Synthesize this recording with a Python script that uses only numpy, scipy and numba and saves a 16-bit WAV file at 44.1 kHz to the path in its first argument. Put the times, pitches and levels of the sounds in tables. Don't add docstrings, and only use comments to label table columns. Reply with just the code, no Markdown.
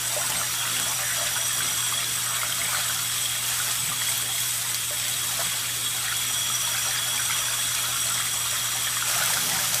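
import sys
import numpy as np
from scipy import signal
from scipy.fft import rfft, irfft
from scipy.io import wavfile
from numba import njit

SR = 44100
rng = np.random.default_rng(int(sys.argv[2]) if len(sys.argv) > 2 else 0)


def wav_record(signal):
    frames = np.transpose(np.atleast_2d(signal))
    bounded = np.clip(frames, -1, 1)
    quanta = np.round(bounded * 32767).astype(np.int16)
    wavfile.write(sys.argv[1], SR, quanta)


N = 432180
TIME, FREQ = np.arange(N) / SR, np.arange(N // 2 + 1) * SR / N

PULLED_S, PULL_TAKES_S = 9.065, 0.017


def undb(db):
    return 10 ** (np.asarray(db) / 20)


def unit(x):
    return x / np.std(x)


def noise():
    return rng.standard_normal(N)


def walk(rate):
    size = 8192
    speed = FREQ[:size // 2 + 1] / rate
    spectrum = rfft(rng.standard_normal(size)) * speed / (1 + speed ** 3)
    slow = unit(irfft(spectrum))
    return np.interp(TIME, np.linspace(0, TIME[-1], size), slow)


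def curve(table):
    return np.interp(TIME, *np.transpose(table))


def swing(table):
    db = curve(table)
    return db - np.mean(db)


def ramp(start, length):
    return np.clip((TIME - start) / length, 0, 1)


def spells(table, edge):
    return sum(db * (ramp(s, edge) - ramp(s + length, edge)) for s, length, db in table)


def colour(x, points):
    hz, db = np.transpose(points)
    gain = undb(np.interp(np.log(FREQ + 1), np.log(hz), db))
    return unit(irfft(rfft(x) * gain, N))


def resonance(hz, width):
    return 1j * FREQ * width / (hz ** 2 - FREQ ** 2 + 1j * FREQ * width)


def impacts(count, spread_db):
    where, size = rng.random((count, 2)).T
    gain = undb(-spread_db * np.log(1 - .993 * size))
    sign = (-1) ** np.arange(count)
    return np.bincount((where * N).astype(int), gain * sign, N)


@njit
def ring(start, hz, gain, cycles, rise):
    out = np.zeros(N)
    for k in range(len(start)):
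        life = cycles[k] * SR / hz[k]
        first = int(start[k] * SR)
        for i in range(min(int(5 * life), N - first)):
            turn = hz[k] * i / SR
            swell = np.sin(min(turn / 1.5, 1.) * np.pi / 2)
            tone = np.sin(2 * np.pi * turn * (1 + rise * i / life / 2))
            out[first + i] += gain[k] * swell * np.exp(-i / life) * tone
    return out


def bubbles(count, low_hz, high_hz, cycles, spread_db, rise):
    when, pitch, size, damping = rng.random((count, 4)).T
    hz = low_hz * (high_hz / low_hz) ** pitch
    gain = undb(-spread_db * np.log(1 - .98 * size))
    return unit(ring(when * N / SR, hz, gain, cycles * (.5 + damping), rise))


def tap():
    # f/Hz, width of one response/Hz, relative level/dB,
    # shares of the low whistle, shading, high whistle and pitch bend [ratios], waver/dB
    spout = [(3255, 55, -45.5, .7, 0, 0, .1, 1), (3342, 90, -40.2, 1.2, 0, 0, .45, .5),
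             (3790, 35, -50.5, 0, -.7, 0, 0, 1.5), (5386, 14, -50, 0, .2, 0, 0, 2),
             (5808, 115, -38.5, .1, 1.4, 0, .2, 1.2), (7095, 35, -46.5, 0, .8, 0, 0, 1.5),
             (7505, 120, -45, 0, .7, 0, .2, 1.5), (8015, 32, -42.5, 0, 0, .6, .05, 2),
             (8076, 36, -38, 0, .1, 1, .1, 1.2), (8110, 230, -40.5, .4, .3, .7, 1, 1),
             (8310, 40, -45, -.3, 0, .3, .05, 3.2), (8535, 80, -50.5, -.3, -.7, 0, .1, 2.2),
             (9938, 70, -43.8, 0, .9, .4, .1, 1.2), (10110, 50, -52, 0, .4, 0, 0, 2),
             (10437, 50, -53, 0, .4, 0, 0, 2)]
    # t/s, level/dB
    whistle = [(0, -35), (0.3, -65), (0.52, -35), (0.85, -32), (1.03, -51), (1.18, -32), (1.95, -32),
               (2.25, -37.5), (3.3, -32.5), (3.6, -37.5), (4.4, -31), (4.62, -43), (4.8, -36), (5.8, -33.5),
               (6.35, -30), (8.3, -32.5), (9.8, -36.5)]
    # t/s, level/dB
    high_whistle = [(0, -42), (.13, -30), (.52, -41), (.85, -34.5), (2.1, -33.5), (3.7, -34), (4.4, -32.5),
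                    (4.65, -34), (5.5, -34.5), (5.7, -38.5), (6.3, -35.5), (6.6, -36.5), (8, -33.5),
                    (8.9, -36), (9.8, -36.5)]
    # t/s, level/dB
    shade = [(0, -2), (.3, 3), (.65, -2.5), (1, 2), (1.5, 0.5), (1.93, 1), (2.2, -3), (6.05, -6), (6.35, 2),
             (8.6, 0), (9.2, 0), (9.8, -3)]
    # t/s, pitch change [fraction]
    pitch_bend = [(0, -.008), (.7, .002), (1.2, .009), (1.9, .006), (2.5, -.012), (3.1, -.005),
                  (5.7, -.008), (6.5, .003), (7.5, .01), (8.1, -.003), (8.6, -.018), (9.2, -.005),
                  (9.8, -.002)]
    # f/Hz, relative level/dB
    hiss_colour = [(300, -10), (900, -14), (2000, 3.5), (3600, 13.5), (5000, -10), (7000, 0), (9500, 9),
                   (12500, -15), (14000, 5), (15500, -21)]

    low_db, high_db = swing(whistle), swing(high_whistle)
    shade_db, bend = curve(shade), curve(pitch_bend)
    singing = 0
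    for hz, width, db, low_share, shade_share, high_share, bend_share, waver_db in spout:
        mode = signal.hilbert(unit(irfft(rfft(noise()) * resonance(hz, width) ** 2, N)))
        shift_hz = bend_share * bend * hz + 0.136 * width * walk(3.99)
        mode = np.real(mode * np.exp(2j * np.pi * np.cumsum(shift_hz) / SR))
        level_db = db + low_share * low_db + shade_share * shade_db + high_share * high_db
        singing = singing + mode * undb(level_db + waver_db * walk(2.3))
    hiss = colour(noise(), hiss_colour) * undb(-37.0)
    return (undb(0.33) * singing + hiss) * undb(.5 * walk(42))


def droplets(flow_db, free):
    # f/Hz, relative level/dB
    patter_colour = [(200, -26), (450, -21.5), (750, -6.5), (1200, 2), (2600, -1.5), (4500, 0.5),
                     (7000, 4.5), (9500, -0.5), (15000, -12)]
    # f/Hz, relative level/dB
    spray_colour = [(2000, -25), (5000, -8.5), (7500, -6), (9500, 0.5), (13000, 3), (13800, -3.5),
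                    (15500, -2)]
    # start t/s, length/s,
    # extra level of the spray, and 1.4 times as much of the patter/dB
    sweeps = [(0.254, 0.061, 1), (2.72, 0.62, 0.5), (3.43, 0.32, 2), (3.76, 0.091, 0.5), (3.995, 0.21, 2),
              (4.317, 0.29, 1.5), (5.068, 0.42, 1)]

    patter = colour(impacts(count=70000, spread_db=3.2), patter_colour)
    spray = colour(impacts(count=55000, spread_db=4.1), spray_colour)
    sweep_db = spells(sweeps, edge=0.035)
    patter_db = -34 + 0.25 * flow_db + 1.4 * sweep_db + 2 * free + 1.26 * walk(26)
    spray_db = -35 + sweep_db + 3 * free + 0.28 * walk(25)
    return patter * undb(patter_db) + spray * undb(spray_db)


def pool(flow_db, free):
    # f/Hz, width/Hz, level over the direct sound/dB
    hollow_modes = [(600, 15, 3), (962, 44, -11), (1390, 140, -16)]
    # f/Hz, relative level/dB
    fizz_colour = [(700, 25.7), (1300, 1.5), (1900, 5.1), (2600, 5.4), (4000, 8.8), (6000, 9)]
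    # start t/s, length/s, extra level/dB
    spills = [(0.09, 0.2, 10), (0.718, .66, 4), (3.003, 0.62, -0.5), (5.264, 0.19, 5.5), (8.78, .3, -5)]

    large = bubbles(count=2100, low_hz=610, high_hz=1180, cycles=5.5, spread_db=3.2, rise=.06)
    gurgle = bubbles(count=4400, low_hz=1124, high_hz=1670, cycles=3.7, spread_db=3.5, rise=0.042)
    small = bubbles(count=12000, low_hz=1647, high_hz=4930, cycles=6.4, spread_db=4.0, rise=0.0435)
    small = colour(small, fizz_colour)

    uneven = 1 - free / 2
    gouts = np.tanh(walk(2.6))
    large_db = -50.5 + flow_db + spells(spills, edge=0.024) + 3 * free
    large_db = large_db + uneven * (1.5 * gouts + 3.6 * np.tanh(walk(5.4)))
    gurgle_db = -43.5 + 1.6 * flow_db + uneven * (1.4 * gouts + 1.1 * np.tanh(walk(19)))
    small_db = -38.5 + 0.53 * flow_db + uneven * (2.3 * gouts + 1.47 * walk(24))
    cloud = large * undb(large_db) + gurgle * undb(gurgle_db) + small * undb(small_db)

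    hollow = 1 + sum(undb(db) * resonance(hz, width) for hz, width, db in hollow_modes)
    return irfft(rfft(cloud) * hollow, N)


def gurgles():
    # start t/s, length/s, centre f/Hz, rms level over the length/dB
    gouts = [(0.599, .08, 1390, -40), (1.0, 0.15, 1900, -37.5), (2.242, .09, 1210, -40),
             (6.039, .09, 1570, -40.5), (9.098, .14, 1440, -37), (9.48, .07, 846, -40)]
    bubbles_per_s, pitch_spread, ring_cycles = 260, .17, 4.5

    out = np.zeros(N)
    for s, length, hz, db in gouts:
        count = max(int(bubbles_per_s * length), 3)
        when, pitch, size = rng.random((count, 3)).T
        start = s + length * (np.arange(count) + when) / count
        pitch_hz = hz * (1 + pitch_spread * (2 * pitch - 1))
        run = ring(start, pitch_hz, .5 + size, np.full(count, ring_cycles), rise=0.022)
        out += run * undb(db) * np.sqrt(length * SR / np.sum(run ** 2))
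    return out


def churn(free):
    # f/Hz, relative level/dB
    churn_colour = [(250, -30), (400, -19), (550, -3), (850, -5), (1100, -10), (1450, -1), (2500, -1),
                    (4000, -5), (6000, 0.5), (10000, -29)]
    rush = colour(impacts(count=26000, spread_db=4), churn_colour)
    return rush * free * undb(-34.5 + 1.3 * walk(30))


def plops():
    # t/s, starting f/Hz, relative level/dB, cycles to fade by 1 / e
    single_bubbles = [(.164, 583, -21, 4.8), (.174, 620, -25, 5.6), (.183, 860, -29, 4.6),
                      (.215, 1370, -22, 7.6), (.322, 2900, -19, 7), (0.414, 1280, -18, 3.9),
                      (.653, 1840, -21, 5), (.676, 2680, -22, 7.1), (.766, 2740, -18, 7),
                      (.798, 1510, -25, 7), (1.364, 1440, -19, 5), (1.506, 1740, -20, 5),
                      (1.605, 1504, -18.5, 6.5), (1.685, 2200, -23, 7.4), (1.827, 1380, -22, 5),
                      (1.924, 1160, -17, 3.9), (2.043, 3900, -18, 8), (2.248, 2200, -29, 10),
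                      (2.416, 2070, -21, 11), (2.432, 1310, -13, 3.2), (2.524, 3120, -16, 11),
                      (2.616, 2100, -19, 10), (2.653, 2170, -20, 9), (2.69, 1000, -26, 6.3),
                      (2.748, 1420, -15, 5.5), (2.79, 760, -28, 4.7), (2.793, 1430, -31, 6.4),
                      (2.897, 1430, -18.5, 5.7), (3.257, 3230, -15.5, 11), (3.600, 1400, -19, 6.3),
                      (3.917, 1180, -24, 7.4), (4.018, 1840, -19.5, 6), (4.087, 2100, -19, 6),
                      (4.293, 750, -31, 6.2), (4.382, 2040, -19.5, 5.6), (4.908, 575, -29, 5.8),
                      (5.392, 650, -23.5, 6.6), (5.404, 730, -31, 5.4), (5.414, 970, -26, 5.5),
                      (6.081, 1810, -19.5, 7), (6.123, 1400, -23, 8.8), (6.308, 770, -29, 4),
                      (6.5, 1270, -20, 5.8), (6.673, 960, -28, 7.8), (6.747, 1500, -20, 7),
                      (6.783, 1560, -22, 5), (6.851, 1400, -22, 5), (6.885, 760, -29, 6),
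                      (6.961, 1740, -20, 5), (7.177, 2300, -20, 7), (7.195, 1510, -19, 5.7),
                      (7.217, 1400, -25, 5), (7.308, 2180, -18, 5.2), (7.483, 1540, -22, 7),
                      (7.958, 1330, -23, 8.9), (8.2, 1265, -24, 7), (8.754, 763, -25.5, 4.1),
                      (8.968, 1190, -21, 4.6), (8.97, 1800, -21, 5.4), (9.024, 1360, -15.5, 6),
                      (9.137, 2030, -21, 8), (9.162, 700, -23, 3.7), (9.213, 626, -23.5, 5),
                      (9.222, 1440, -19, 7.7), (9.303, 886, -20, 4.8), (9.334, 1700, -17, 6),
                      (9.371, 1350, -18, 5), (9.519, 1910, -21, 6), (9.558, 1420, -21, 6),
                      (9.589, 1600, -19, 4.3)]
    s, hz, db, cycles = np.array(single_bubbles, float).T.copy()
    return ring(s, hz, undb(db), cycles, rise=0.027) * undb(-0.1)


def smacks(cycles):
    # t/s, peak level before the echoes/dB, f/Hz
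    hard_drops = [(.301, -14, 10000), (.798, -13.5, 6500), (2.946, -14, 7400), (4.093, -12, 11000),
                  (4.178, -11, 12000), (4.404, -15, 7600), (4.745, -12, 4400), (5.082, -14, 8300),
                  (6.168, -13, 7500), (7.749, -15, 5300), (9.084, -12, 8000), (9.179, -12, 7800),
                  (9.259, -11, 8500), (9.337, -12, 5000), (9.497, -11.5, 6700), (9.744, -7, 7500)]
    out, age = np.zeros(N), TIME[:512]
    for s, db, hz in hard_drops:
        band = signal.butter(1, [.6 * hz, min(1.5 * hz, 18000)], "band", fs=SR)
        burst = rng.standard_normal(len(age)) * np.exp(-age * hz / cycles)
        crack = signal.lfilter(*band, burst)
        out[int(s * SR):][:len(age)] += undb(db) * crack / np.max(np.abs(crack))
    return out


def drum(modes):
    response = sum(undb(db) * resonance(hz, width) ** 2 / np.sqrt(width) for hz, width, db in modes)
    return unit(irfft(rfft(impacts(count=3000, spread_db=1)) * response, N))


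def tub(flow_db):
    # f/Hz, width of one response/Hz, relative level/dB
    boom_modes = [(144.7, 30, -2), (170, 16, 0)]
    # f/Hz, width of one response/Hz, relative level/dB
    upper_modes = [(247.8, 14, -2.5), (267.3, 26, -5), (331.8, 8.3, -7.5), (358.4, 23, -9), (423, 32, -7),
                   (470, 25, -10.5), (515.6, 16, -8.5)]
    # centre t/s, extra boom level/dB, extra upper-mode level/dB
    thuds = [(.33, 8, 5), (.8, 9, 8), (1.66, 9.5, 8), (2.1, 4, 8), (2.65, 7, 2.5), (3, 8, -3),
             (3.9, 13.5, 3), (4.27, 2, 7.5), (5.18, 6, 1), (5.42, 9, 2.5), (5.8, 4, 5.5), (8.2, 3, 3),
             (9.22, 9.5, -3), (9.47, 4, 9), (9.72, 7, -3)]
    build_s, thud_s = 0.45, 0.1

    build = ramp(PULLED_S, build_s)
    boom_db, upper_db = -57 + 6.5 * build, -56 + build
    for s, extra_boom_db, extra_upper_db in thuds:
        thud = np.exp(-((TIME - s) / thud_s) ** 2)
        boom_db = boom_db + extra_boom_db * thud
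        upper_db = upper_db + extra_upper_db * thud
    drumming = drum(boom_modes) * undb(boom_db) + drum(upper_modes) * undb(upper_db)
    return drumming * undb(0.38 * flow_db)


def bathroom(x):
    fade_t60_s, room_db = 0.2, -4
    age = TIME[:SR // 2]
    fade = np.exp(-np.log(1000) * age / fade_t60_s) * (age > .002)
    spots = np.array([walk(12) for _ in range(3)])
    wet = 0
    for share in spots / np.linalg.norm(spots, axis=0):
        phase = np.angle(rfft(rng.standard_normal(len(age)) * fade))
        tail = irfft(np.exp(1j * phase)) * np.sqrt(fade)
        wet = wet + signal.fftconvolve(x * share, tail / np.linalg.norm(tail))[:N]
    return undb(room_db) * wet


def flutter(x):
    ceiling_m, low_gain, dull_hz = 2.01, .42, 1300
    gain = low_gain / np.sqrt(1 + (FREQ / dull_hz) ** 4)
    trip = np.exp(-2j * np.pi * FREQ * 2 * ceiling_m / 343)
    return irfft(rfft(x) * np.sqrt(1 - gain ** 2) / (1 - gain * trip), N)


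def hum():
    # f/Hz, relative level/dB
    rumble_colour = [(20, -21), (45, -4.5), (80, 4), (200, -7), (500, -8), (1200, -40), (4000, -45)]
    hum_hz, hum_db = 120, -46
    tone = unit(np.sin(2 * np.pi * hum_hz * TIME)) * undb(hum_db + 1.1 * walk(11))
    return tone + colour(noise(), rumble_colour) * undb(-52.5)


def scene():
    # t/s, level/dB
    runoff = [(0, -36), (1.05, -35.5), (2.1, -36.5), (2.75, -34.5), (3.3, -39), (3.6, -35.5), (4.3, -41.5),
              (5, -40), (5.45, -37), (5.8, -39), (6.05, -36.5), (6.3, -38), (7.2, -35.5), (8.7, -36),
              (9.2, -33.5), (9.8, -37)]
    flow_db = swing(runoff)
    free = ramp(PULLED_S, PULL_TAKES_S)
    water = droplets(flow_db, free) + pool(flow_db, free) + gurgles() + churn(free)
    close = plops() + smacks(cycles=15)
    room = bathroom(water + .55 * close)
    splashing = flutter(water + close + room)
    mono = tap() + splashing + tub(flow_db) + hum()
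    return np.array([mono, mono])


def record(dry):
    top_hz = 15250
    low_pass = signal.ellip(12, .1, 90, top_hz, fs=SR, output="sos")
    return signal.sosfilt(low_pass, dry)


dry = scene()
out = record(dry)
wav_record(out)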